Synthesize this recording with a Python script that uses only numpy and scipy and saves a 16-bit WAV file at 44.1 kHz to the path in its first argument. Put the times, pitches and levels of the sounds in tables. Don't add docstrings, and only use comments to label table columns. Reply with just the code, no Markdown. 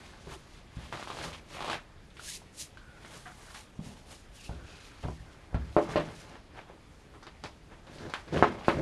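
import sys
import numpy as np
from scipy import signal
from scipy.fft import rfft, irfft, next_fast_len
from scipy.io import wavfile
from scipy.ndimage import uniform_filter1d

SR = 44100
rng = np.random.default_rng(int(sys.argv[2]) if len(sys.argv) > 2 else 0)


def transcribe(signal):
    frames = np.atleast_2d(signal).T
    limited = np.clip(frames, -1, 1)
    pcm = np.round(limited * 32767).astype(np.int16)
    wavfile.write(sys.argv[1], SR, pcm)


def boost(x):
    u = np.asarray(x, float) / 20
    return 10 ** u


N = 388521
TIME = np.arange(N) / SR
BLOW = TIME[:SR // 4]
LEAD_S = 0.002


def rms_one(x):
    return x / np.sqrt(np.mean(x ** 2) + 1e-20)


def at_hz(points, hz):
    points = np.array(points)
    return np.interp(np.log(hz), np.log(points[:, 0]), points[:, 1])


def drift(rate_hz):
    r = np.exp(-80 * np.pi * rate_hz / SR)
    slow = signal.lfilter([1], [1, -2 * r, r * r], rng.standard_normal(N // 40 + 2002))[2000:]
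    return np.interp(np.arange(N) / 40, np.arange(len(slow)), rms_one(slow))


def ring(x, hz, t60_s):
    r, w = boost(-60 / (t60_s * SR)), 2 * np.pi * hz / SR
    return signal.lfilter([0, np.sin(w)], [1, -2 * r * np.cos(w), r * r], x + 1e-18)


def cut(x, hz, kind):
    return signal.sosfilt(signal.butter(2, hz, kind, fs=SR, output="sos"), x)


def sweep(hz):
    return np.sin(2 * np.pi * np.cumsum(hz) / SR)


def grains(per_s, spread_db):
    sizes = boost(spread_db * np.minimum(rng.exponential(1, N), 5)) * rng.choice([-1, 1], N)
    return sizes * (rng.random(N) < per_s / SR)


def coloured(sources, spectrum, patchy_db):
    out, edges = 0, 20 * 2 ** np.arange(0, 9.6, 0.5)
    for k, (low, high) in enumerate(zip(edges, edges[1:])):
        centre_hz = min(np.sqrt(low * high), 11700)
        gain = boost(at_hz(spectrum, centre_hz) + patchy_db * drift(8.5))
        out = out + gain * cut(sources[k % 2], [low, high], "band")
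    return rms_one(out)


def add(out, s, piece):
    i = round(s * SR)
    out[i:i + len(piece)] += piece[:N - i]


def contact_force(length_s):
    return np.cos(np.pi / 2 * np.clip((BLOW - LEAD_S) / (length_s / 2), -1, 1)) ** 2


def dying(hold_s, t60_s):
    onset = np.clip((BLOW - LEAD_S) / 0.00072, 0, 1)
    return boost(-60 * np.maximum(BLOW - hold_s, 0) / t60_s) * onset


def crackle(noise, low_hz, high_hz):
    return rms_one(cut(cut(noise, [low_hz, high_hz], "band"), 1.7 * high_hz, "low"))


# (frequency [Hz], density [dB])
ROOM = [(12, -30), (20, 0.0), (40, 1.5), (81, -1.5), (643, -17), (2470, -24), (4700, -30), (11100, -41),
        (12400, -43)]
ROOM_DB = -53.5


def room_hum():
    return boost(ROOM_DB) * coloured(rng.standard_normal((2, N)), ROOM, patchy_db=1.46)


# (frequency [Hz], level [dB], t60 [s])
BOARD = [(157, -10, 0.12), (243, -10, 0.08), (338, -1, 0.12), (420, -1.5, 0.12), (544, -1.5, 0.1),
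         (602, -1.5, .1), (699, -2, 0.09), (860, -5, 0.11), (1040, -4, 0.1), (1170, -14, 0.065),
         (1275, -8, 0.08), (1378, -7, 0.12), (1650, -14, 0.065), (2100, 0, .06)]
SWAY_DB = -8.5


def board_push():
    shove = grains(1200, spread_db=2.5)
    modes = sum(boost(0.4 * db) * ring(shove, hz, 0.4 * t60_s) for hz, db, t60_s in BOARD[:7])
    push = cut(modes + 0.3 * ring(shove, 165, 0.048), [100, 560], "band")
    sway = cut(cut(shove, [45, 130], "band"), 40, "high")
    return rms_one(push) + boost(SWAY_DB) * rms_one(sway)


# (frequency [Hz], density [dB/Hz])
FOAM = [(210, -24), (350, -6.5), (632, 3.5), (1060, 3.5), (1550, 2.5), (1790, 0.5), (3230, -3.5),
        (11000, -58)]
FIN_RUB_TOP_HZ = 2220


def foam_rub(hand, fin):
    rub_db = 20 * np.log10(hand + fin)
    grit_db = np.clip(4.5 + 0.15 * (rub_db + 45), 2.5, 4.0)
    cells = [grains(2000, grit_db), grains(2000, grit_db)]
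    cells = [c / np.sqrt(uniform_filter1d(c ** 2, size=6000) + 1e-9) for c in cells]
    modes = sum(boost(db) * ring(cells[0], hz, 1.5 * t60_s) for hz, db, t60_s in BOARD[4:])
    rub = coloured(cells, FOAM, patchy_db=2.5) + 0.35 * rms_one(modes)
    fin_rub = cut(rub, FIN_RUB_TOP_HZ, "low")
    return boost(0.31 * drift(27)) * (hand * rms_one(rub) + fin * rms_one(fin_rub))


# (frequency [Hz], density [dB/Hz])
CLOTH = [(1180, -36), (2000, -2), (2870, 2.5), (5340, 5.5), (8070, 0), (11100, -4), (12000, -9.5)]
DUST_EDGE_HZ = 6050
HAND_HISS_DB, HAND_DUST_DB, FIN_HISS_DB, FIN_DUST_DB = -12, -15.5, -16, -25.5


def cloth_and_dust(hand, fin, sleeve, skin):
    fibres = [grains(9000, spread_db=2.5), grains(9000, spread_db=2.5)]
    hiss = boost(1.73 * drift(24)) * coloured(fibres, CLOTH, patchy_db=0.5)
    cloth = rms_one(cut(hiss, 4040, "low"))
    dust = rms_one(cut(cut(hiss, DUST_EDGE_HZ, "high"), DUST_EDGE_HZ, "high"))
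    cloth_gain = sleeve + boost(HAND_HISS_DB) * hand + boost(FIN_HISS_DB) * fin
    dust_gain = skin + boost(HAND_DUST_DB) * hand + boost(FIN_DUST_DB) * fin
    return cloth * cloth_gain + dust * dust_gain


STROKE_RANGE_DB = 15
STROKE_ROUNDING = 1.11


def strokes(rows):
    power = np.full((2, N), 1e-12)
    for s, swell_s, fade_s, *level_db in rows:
        near = slice(max(round((s - 3 * swell_s) * SR), 0), round((s + 3 * fade_s) * SR))
        away = np.maximum((s - TIME[near]) / swell_s, (TIME[near] - s) / fade_s)
        power[:, near] += boost(np.c_[level_db] - STROKE_RANGE_DB * away ** STROKE_ROUNDING) ** 2
    return np.sqrt(power)


# (top [s], swell [s], fade [s], rub [dB], push into board [dB])
HAND_RUBS = [(0, .1, 0.36, -53, -59), (.328, 0.085, 0.054, -48, -52), (.6, 0.43, 0.06, -62.5, -68),
             (.79, 0.084, 0.67, -52.5, -60), (.93, 0.01, 0.18, -44.5, -49.5),
             (1.105, 0.014, 0.18, -51, -57), (1.25, 0.2, 0.092, -44.5, -45.5),
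             (1.345, 0.12, 0.05, -48.5, -61), (1.395, 0.054, .015, -54.5, -63), (1.51, .025, .1, -53, -58),
             (1.56, 0.055, 0.17, -47.5, -51.5), (1.73, 0.15, 0.054, -37.5, -43.5),
             (2.17, 0.013, 0.52, -67, -61), (2.61, 0.076, 0.081, -61, -64), (2.775, .008, 0.056, -60, -61),
             (3.05, 0.21, 0.11, -56.5, -57), (3.14, 0.095, 0.16, -51.5, -58.5),
             (3.265, .012, .09, -53, -60), (3.5, .4, 0.1, -56, -69), (3.55, .008, .12, -51, -66),
             (3.864, 0.092, 0.18, -58, -53.5), (3.97, .015, 0.046, -57.5, -67),
             (4.118, 0.059, 0.077, -54, -56), (4.53, .08, 0.21, -59, -50), (4.68, 0.07, 0.9, -58, -68),
             (5.03, 0.0092, 0.1, -52, -50), (5.43, 0.59, 0.048, -65, -65)]
# (top [s], swell [s], fade [s], rub [dB], push into board [dB])
FIN_RUBS = [(5.6, 0.14, 0.39, -57, -55), (5.84, 0.047, 0.12, -48.5, -58), (5.895, .01, 0.091, -45, -47),
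            (5.93, 0.064, 0.24, -44.5, -41), (6.03, 0.15, 0.18, -51, -48), (6.356, 0.18, 0.063, -52, -52.5),
            (6.585, 0.061, 0.065, -48.5, -52.5), (6.694, 0.033, 0.14, -57, -54),
            (7.155, 0.032, 0.052, -55, -52), (7.272, .012, 0.039, -51.5, -50.5),
            (7.445, 0.013, 0.06, -46.5, -46), (7.72, 0.023, .08, -53.5, -52.5),
            (7.874, 0.013, 0.38, -55, -53), (8.074, 0.13, 0.056, -49.5, -41.5),
            (8.1, .008, 0.11, -49.5, -64.5), (8.28, .008, .15, -56, -55), (8.33, 0.013, 0.2, -42, -34.5),
            (8.365, 0.038, 0.096, -37.5, -28), (8.41, 0.14, 0.13, -44, -41), (8.5, 0.17, 0.4, -45.5, -47.5),
            (8.65, 0.007, .15, -55, -58), (8.786, 0.095, 0.091, -43, -32)]
# (top [s], swell
# [s], fade [s], cloth [dB], dust [dB])
RUSTLES = [(.2, 0.46, 0.23, -65, -75), (.328, 0.045, 0.073, -60.5, -59.5), (.58, .5, 0.044, -69.5, -76),
           (1.24, 0.35, 0.14, -56, -62), (1.52, 0.025, 0.13, -59, -64), (2.25, 0.06, 0.071, -53, -52),
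           (2.295, 0.067, .05, -48.5, -44), (2.335, 0.076, 0.054, -48, -45),
           (2.61, 0.042, 0.049, -46.5, -40), (3.13, 0.096, 0.31, -66, -59.5), (3.41, 0.18, 0.22, -81, -64),
           (3.59, 0.16, 0.053, -55, -54), (3.864, 0.053, 0.22, -61.5, -62),
           (4.118, 0.035, 0.093, -57.5, -55), (4.36, 0.04, 0.16, -66, -60.5),
           (4.458, 0.12, 0.049, -55.5, -59), (4.68, 0.041, 0.46, -61, -82),
           (4.888, 0.33, 0.051, -61.5, -66), (5.1, .1, 0.24, -66.5, -69.5), (5.84, 0.21, 0.12, -60, -63.5),
           (5.92, 0.058, 0.11, -59, -61), (6.214, 0.29, 0.11, -60.5, -63), (7.455, 0.029, .08, -61, -66),
           (7.92, 0.039, 0.51, -63.5, -68), (8.14, .003, .07, -53, -60), (8.33, .01, .12, -58, -68),
           (8.38, 0.05, 0.1, -57, -66), (8.428, .003, .09, -53, -64), (8.69, 0.034, 0.068, -50.5, -55.5)]


def friction():
    hand, hand_push = strokes(HAND_RUBS)
    fin, fin_push = strokes(FIN_RUBS)
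    sleeve, skin = strokes(RUSTLES)
    push = (hand_push + fin_push) * board_push()
    return push + foam_rub(hand, fin) + cloth_and_dust(hand, fin, sleeve, skin)


# (time [s], peak [dB], boom [dB], thud
# [Hz], slap [dB])
THUMPS = [(0.269, -29.5, -15.5, 400, -12), (0.767, -28, -11.5, 120, -28), (1.272, -35, -10, 156, -18),
          (3.789, -26.5, -29, 203, -17.5), (3.861, -32.5, -24, 142, -16), (4.491, -27.5, -6.5, 112, -9.5),
          (4.729, -42, -8.5, 386, -19), (5.036, -27.5, -12, 91.5, -5), (5.049, -25, -12, 126, -11),
          (5.081, -28.5, -20.5, 100, -5), (5.526, -32, -15, 91.5, -10.5), (5.543, -15.5, -10.5, 100, -14.5),
          (5.99, -30, -19, 160, -25)]
# (frequency [Hz], level [dB], t60 [s])
FLOORBOARD = [(61.8, -5, 0.55), (110, -9, 0.15), (162.2, -0.5, 0.15), (241.5, -7.5, 0.15), (363, -30, 0.11)]
BOOM_TWIN, BOOM_TWIN_SHARE = 1.2, 0.5
SLAP_TOP_HZ = 860


def thumps():
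    out, t = np.zeros(N), TIME[:SR // 2]
    noise = rng.standard_normal((len(THUMPS), len(BLOW)))
    strengths_db = rng.normal(0, 2.7, (len(THUMPS), len(FLOORBOARD)))
    push = np.sin(np.pi * np.minimum(t / 0.002, 1)) ** 2
    push = push / push.sum()
    low_hz, _, low_t60_s = FLOORBOARD[0]
    twin = BOOM_TWIN_SHARE * ring(push, BOOM_TWIN * low_hz, low_t60_s)
    for (s, peak_db, boom_db, thud_hz, slap_db), puff, own_db in zip(THUMPS, noise, strengths_db):
        modes = [boost(db + o) * ring(push, hz, t60_s) for (hz, db, t60_s), o in zip(FLOORBOARD, own_db)]
        lowest = modes[0] / boost(own_db[0])
        boom = boost(boom_db + 8.5) * (lowest + twin) * np.minimum(t / 0.012, 1)
        thud = ring(push, thud_hz, 0.13)
        slap = dying(0.0065, 0.13) * crackle(puff, 202, SLAP_TOP_HZ)
        add(out, s + 0.0013, boost(peak_db - 5.5) * (boom + thud + boost(-5.5) * sum(modes[1:])))
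        add(out, s - 0.001, boost(peak_db + slap_db - 6) * slap)
    return out


# (start [s], end [s], pitch [Hz], width [Hz], level [dB])
SQUEAKS = [(2.775, 3.12, 1520, 50, -63), (3.255, 3.33, 1850, 160, -62), (3.88, 4.14, 900, 80, -68),
           (4.5, 5.05, 1470, 150, -64), (4.64, 4.95, 2520, 150, -67), (5.27, 5.36, 1520, 100, -67),
           (5.17, 5.23, 1800, 120, -66), (3.255, 3.33, 1400, 200, -55), (.28, .46, 385, 25, -62)]
SQUEAK_SAG, SQUEAK_STEADY_HZ = 0.11, 19


def squeaks():
    out = np.zeros(N)
    for start, end, hz, width_hz, level_db in SQUEAKS:
        done = np.linspace(0, 1, round((end - start) * SR))
        inside = np.minimum(done * 30, 1) * (1 - done) ** 0.4
        waver = rms_one(cut(rng.standard_normal(SR), width_hz, "low"))[-len(done):]
        waver = waver + SQUEAK_STEADY_HZ / width_hz
        sag = SQUEAK_SAG * min(70 / width_hz, 1) ** 2
        add(out, start, inside * boost(level_db) * waver * sweep(hz * (1 - sag * done)))
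    return boost(6.5) * out


# (peak time [s], peak [dB], contact
# [Hz], crack [dB])
SLIPS = [(.8237, -45, 1500, -62), (0.9261, -23, 1170, -50), (.951, -32, 1100, -56), (.973, -36, 1300, -56),
         (0.9969, -33, 800, -62), (1.0268, -29, 1200, -53), (1.074, -28, 1030, -52),
         (1.102, -25.5, 1100, -48), (1.149, -36, 800, -55), (1.17, -31, 1100, -56), (1.188, -31, 1000, -50),
         (1.2142, -31.5, 1660, -65), (1.2394, -31, 1450, -47), (1.3304, -39, 1790, -49),
         (1.5698, -34, 800, -58), (1.592, -31, 1000, -55), (1.6063, -26.5, 1000, -48),
         (1.617, -30, 950, -54), (1.6246, -27, 1100, -50), (1.6455, -25.5, 950, -46),
         (1.658, -31, 900, -54), (1.682, -26, 1050, -48), (1.6989, -22, 1100, -40), (1.712, -28, 1100, -43),
         (1.7166, -25, 2210, -54), (1.731, -26, 1290, -44), (1.7442, -25, 1690, -50),
         (2.103, -55, 3000, -63), (2.1695, -39, 1960, -57), (2.1952, -45, 1540, -57),
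         (2.4188, -45, 804, -75), (2.772, -46, 1480, -59), (3.0484, -35, 1640, -58),
         (3.2632, -45, 1780, -70), (3.547, -36, 1500, -58), (4.494, -44, 900, -66), (5.038, -40, 1000, -64),
         (5.5445, -33, 1500, -56), (5.556, -38, 1900, -62)]
# (peak time [s], peak [dB], contact [Hz], crack [dB], crack [Hz])
TICKS = [(6.5718, -43, 1270, -62, 3200), (6.699, -38.5, 630, -76, 3200), (5.905, -38, 1100, -55, 3000),
         (5.921, -36, 900, -54, 3000), (5.94, -38, 1200, -56, 3500), (5.975, -32, 1300, -50, 2600),
         (5.998, -33, 1100, -50, 3000), (6.008, -31, 900, -52, 2200), (7.139, -42, 1020, -75, 3200),
         (7.2262, -41, 1150, -80, 3200), (7.2297, -39.5, 1300, -58, 4670), (7.2681, -36, 1200, -54, 3480),
         (7.4386, -30, 1100, -47.5, 4060), (7.4487, -32, 1000, -54, 4000), (7.7133, -58, 1720, -77, 3200),
         (7.8695, -46, 930, -61, 3500), (7.984, -40, 3110, -58, 4300), (8.011, -42, 1200, -58, 4300),
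         (8.0534, -40, 880, -61, 3200), (8.0974, -32.5, 1130, -52.5, 4000), (8.1379, -19, 1450, -41, 2920),
         (8.2795, -47, 1500, -60, 4000)]
SLIP_RATTLE_DB, TICK_RATTLE_DB = -17, -16.5
SLIP_CRACK_HZ, SNAP_DB, SNAP_T60_S = 3200, -4, 0.03


def clicks():
    out = np.zeros(N)
    rows = [(*row, SLIP_CRACK_HZ, SLIP_RATTLE_DB) for row in SLIPS]
    rows += [(*row, TICK_RATTLE_DB) for row in TICKS]
    noise = rng.standard_normal((len(rows), 2, len(BLOW)))
    for (s, peak_db, contact_hz, crack_db, crack_hz, rattle_db), (dull, bright) in zip(rows, noise):
        tick = cut(ring(contact_force(0.35 / contact_hz), contact_hz, 3.9 / contact_hz), 147, "high")
        rattle = dying(0.0055, 0.2) * crackle(dull * abs(dull), 0.5 * contact_hz, 1.35 * contact_hz)
        crack = dying(0.0059, 0.17) + 2.0 * contact_force(0.0017)
        crack = crack * crackle(bright, 0.72 * crack_hz, 1.29 * crack_hz)
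        snap = dying(LEAD_S, SNAP_T60_S) * crackle(dull, 4500, 8800)
        piece = boost(peak_db) * tick / tick.max() + boost(peak_db + rattle_db) * rattle
        piece += boost(crack_db) * crack + boost(crack_db + SNAP_DB) * snap
        add(out, s - LEAD_S, piece)
    return out


# (start [s], end [s], level [dB], cavity at start [Hz], cavity at end [Hz])
WIPES = [
    (2.2, 2.393, -43.5, 1150, 2996),
    (2.547, 2.66, -60, 1950, 3150),
    (4.328, 4.446, -44.5, 3540, 2370),
    (4.42, 4.503, -45, 2400, 2820),
]
WIPE_EDGE_DB = 17


def wipes():
    out = np.zeros(N)
    for start, end, level_db, from_hz, to_hz in WIPES:
        done = np.clip((TIME - start) / (end - start), 0, 1)
        inside = np.clip(np.minimum(TIME - start, end - TIME) / 0.02, 0, 1)
        level = boost(level_db - 8 - WIPE_EDGE_DB * abs(2 * done - 1.15))
        width = rms_one(cut(rng.standard_normal(N), 170, "low"))
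        out += inside * level * width * sweep(from_hz * (to_hz / from_hz) ** done)
    return out


# (time [s], peak [dB], pitch
# [Hz], t60 [s])
POPS = [(2.1952, -35.5, 1430, .025), (2.281, -46, 1640, 0.072), (2.4175, -51, 820, 0.016),
        (2.7723, -38.5, 1530, 0.027), (3.262, -44.5, 730, 0.18), (5.046, -42, 1600, .03),
        (5.0855, -38, 1010, .05), (5.545, -40, 1350, .08)]


def pops():
    out = np.zeros(N)
    for s, peak_db, hz, t60_s in POPS:
        pop = ring(contact_force(0.6 / hz), hz, t60_s)
        add(out, s - LEAD_S, boost(peak_db) * pop / pop.max())
    return out


# (peak time [s], peak [dB], contact [Hz], ringing [dB], crack [dB])
KNOCKS = [(5.7658, -8, 520, -22, -44), (5.9582, -14, 440, -24, -35.5), (8.4257, -1.5, 765, -18.5, -36),
          (8.6828, -5.5, 660, -22, -34), (8.326, -26, 320, -36, -66), (5.8912, -30, 360, -43.5, -70),
          (8.6467, -30, 1800, -56, -46.5)]
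# (favoured [Hz], gain [dB], starved [Hz], loss [dB])
KNOCK_PLACES = [(520, 4, 250, 5), (520, 4, 270, 5), (1200, 4, 500, 4), (338, 3, 430, 5), (420, 2, 700, 0),
                (560, 5, 250, 3), (1300, 0, 400, 0)]
PLACE_WIDTH_OCT = 0.33
KNOCK_RATTLE_DB = -7


def knocks():
    out = np.zeros(N)
    noise = rng.standard_normal((len(KNOCKS), 3, len(BLOW)))
    strengths_db = rng.normal(0, 1.9, (len(KNOCKS), len(BOARD)))
    mode_hz = np.array(BOARD)[:, 0]

    def near(hz):
        return 2 ** -(np.log2(mode_hz / hz) / PLACE_WIDTH_OCT) ** 2

    for knock, (chatter, dull, bright), own_db, place in zip(KNOCKS, noise, strengths_db, KNOCK_PLACES):
        s, peak_db, contact_hz, modes_db, crack_db = knock
        favoured_hz, gain_db, starved_hz, loss_db = place
        own_db = own_db + gain_db * near(favoured_hz) - loss_db * near(starved_hz)
        force = contact_force(0.57 / contact_hz)
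        pulse = cut(force, [0.2 * contact_hz, 3.8 * contact_hz], "band")
        chatter = 0.031 * chatter * dying(12.8 / contact_hz, 0.034)
        drive = np.convolve(chatter, force[:200])[:len(BLOW)] + force
        slope = np.gradient(drive) * SR / (2 * np.pi * force.sum())
        body = sum(boost(db + o) * ring(slope / hz, hz, t60_s) for (hz, db, t60_s), o in zip(BOARD, own_db))
        body = cut(body, 130, "high") * dying(18 / contact_hz, 0.2)
        held = dying(12.2 / contact_hz, 0.16)
        rattle = held * crackle(dull, 0.54 * contact_hz, 2.23 * contact_hz)
        crack = crackle(bright, 1200, 2900) + 0.21 * crackle(dull, 3800, 4840)
        piece = boost(peak_db) * pulse / pulse.max() + boost(modes_db) * body
        piece += boost(modes_db + KNOCK_RATTLE_DB) * rattle + boost(crack_db) * dying(0.01, 0.19) * crack
        add(out, s - LEAD_S, piece)
    return out


# (frequency [Hz], t60 [s])
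ECHO_T60_S = [(100, 0.88), (400, 0.25), (1100, 0.16), (3000, 0.12), (8000, 0.15)]


def workshop(x):
    size = next_fast_len(N + SR)
    hz = np.arange(size // 2 + 1) * SR / size + 1
    t60_s, total = at_hz(ECHO_T60_S, hz), 0
    for k, lag_s in enumerate(rng.uniform(0.008, 0.04, 10)):
        turn = boost(-60 * lag_s / t60_s) * np.exp(-2j * np.pi * hz * lag_s)
        total = total + (-1) ** k * turn / (1 - turn)
    return irfft(rfft(x, size) * total, size)[:N]


WALLS_PASS_HZ = 175


def scene():
    hits = thumps() + clicks() + pops() + knocks()
    echoes = boost(-18.0) * workshop(cut(hits, WALLS_PASS_HZ, "high"))
    return (room_hum() + friction() + squeaks() + wipes() + hits + echoes)[None]


def roll_off(x):
    return signal.sosfilt(signal.butter(12, 12540, fs=SR, output="sos"), x)


def record(dry):
    top_cut = signal.ellip(10, 0.5, 70, 12050, fs=SR, output="sos")
    mix = signal.sosfilt(top_cut, cut(dry, 14, "high"))
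    return roll_off(mix)


dry = scene()
out = record(dry)
transcribe(out)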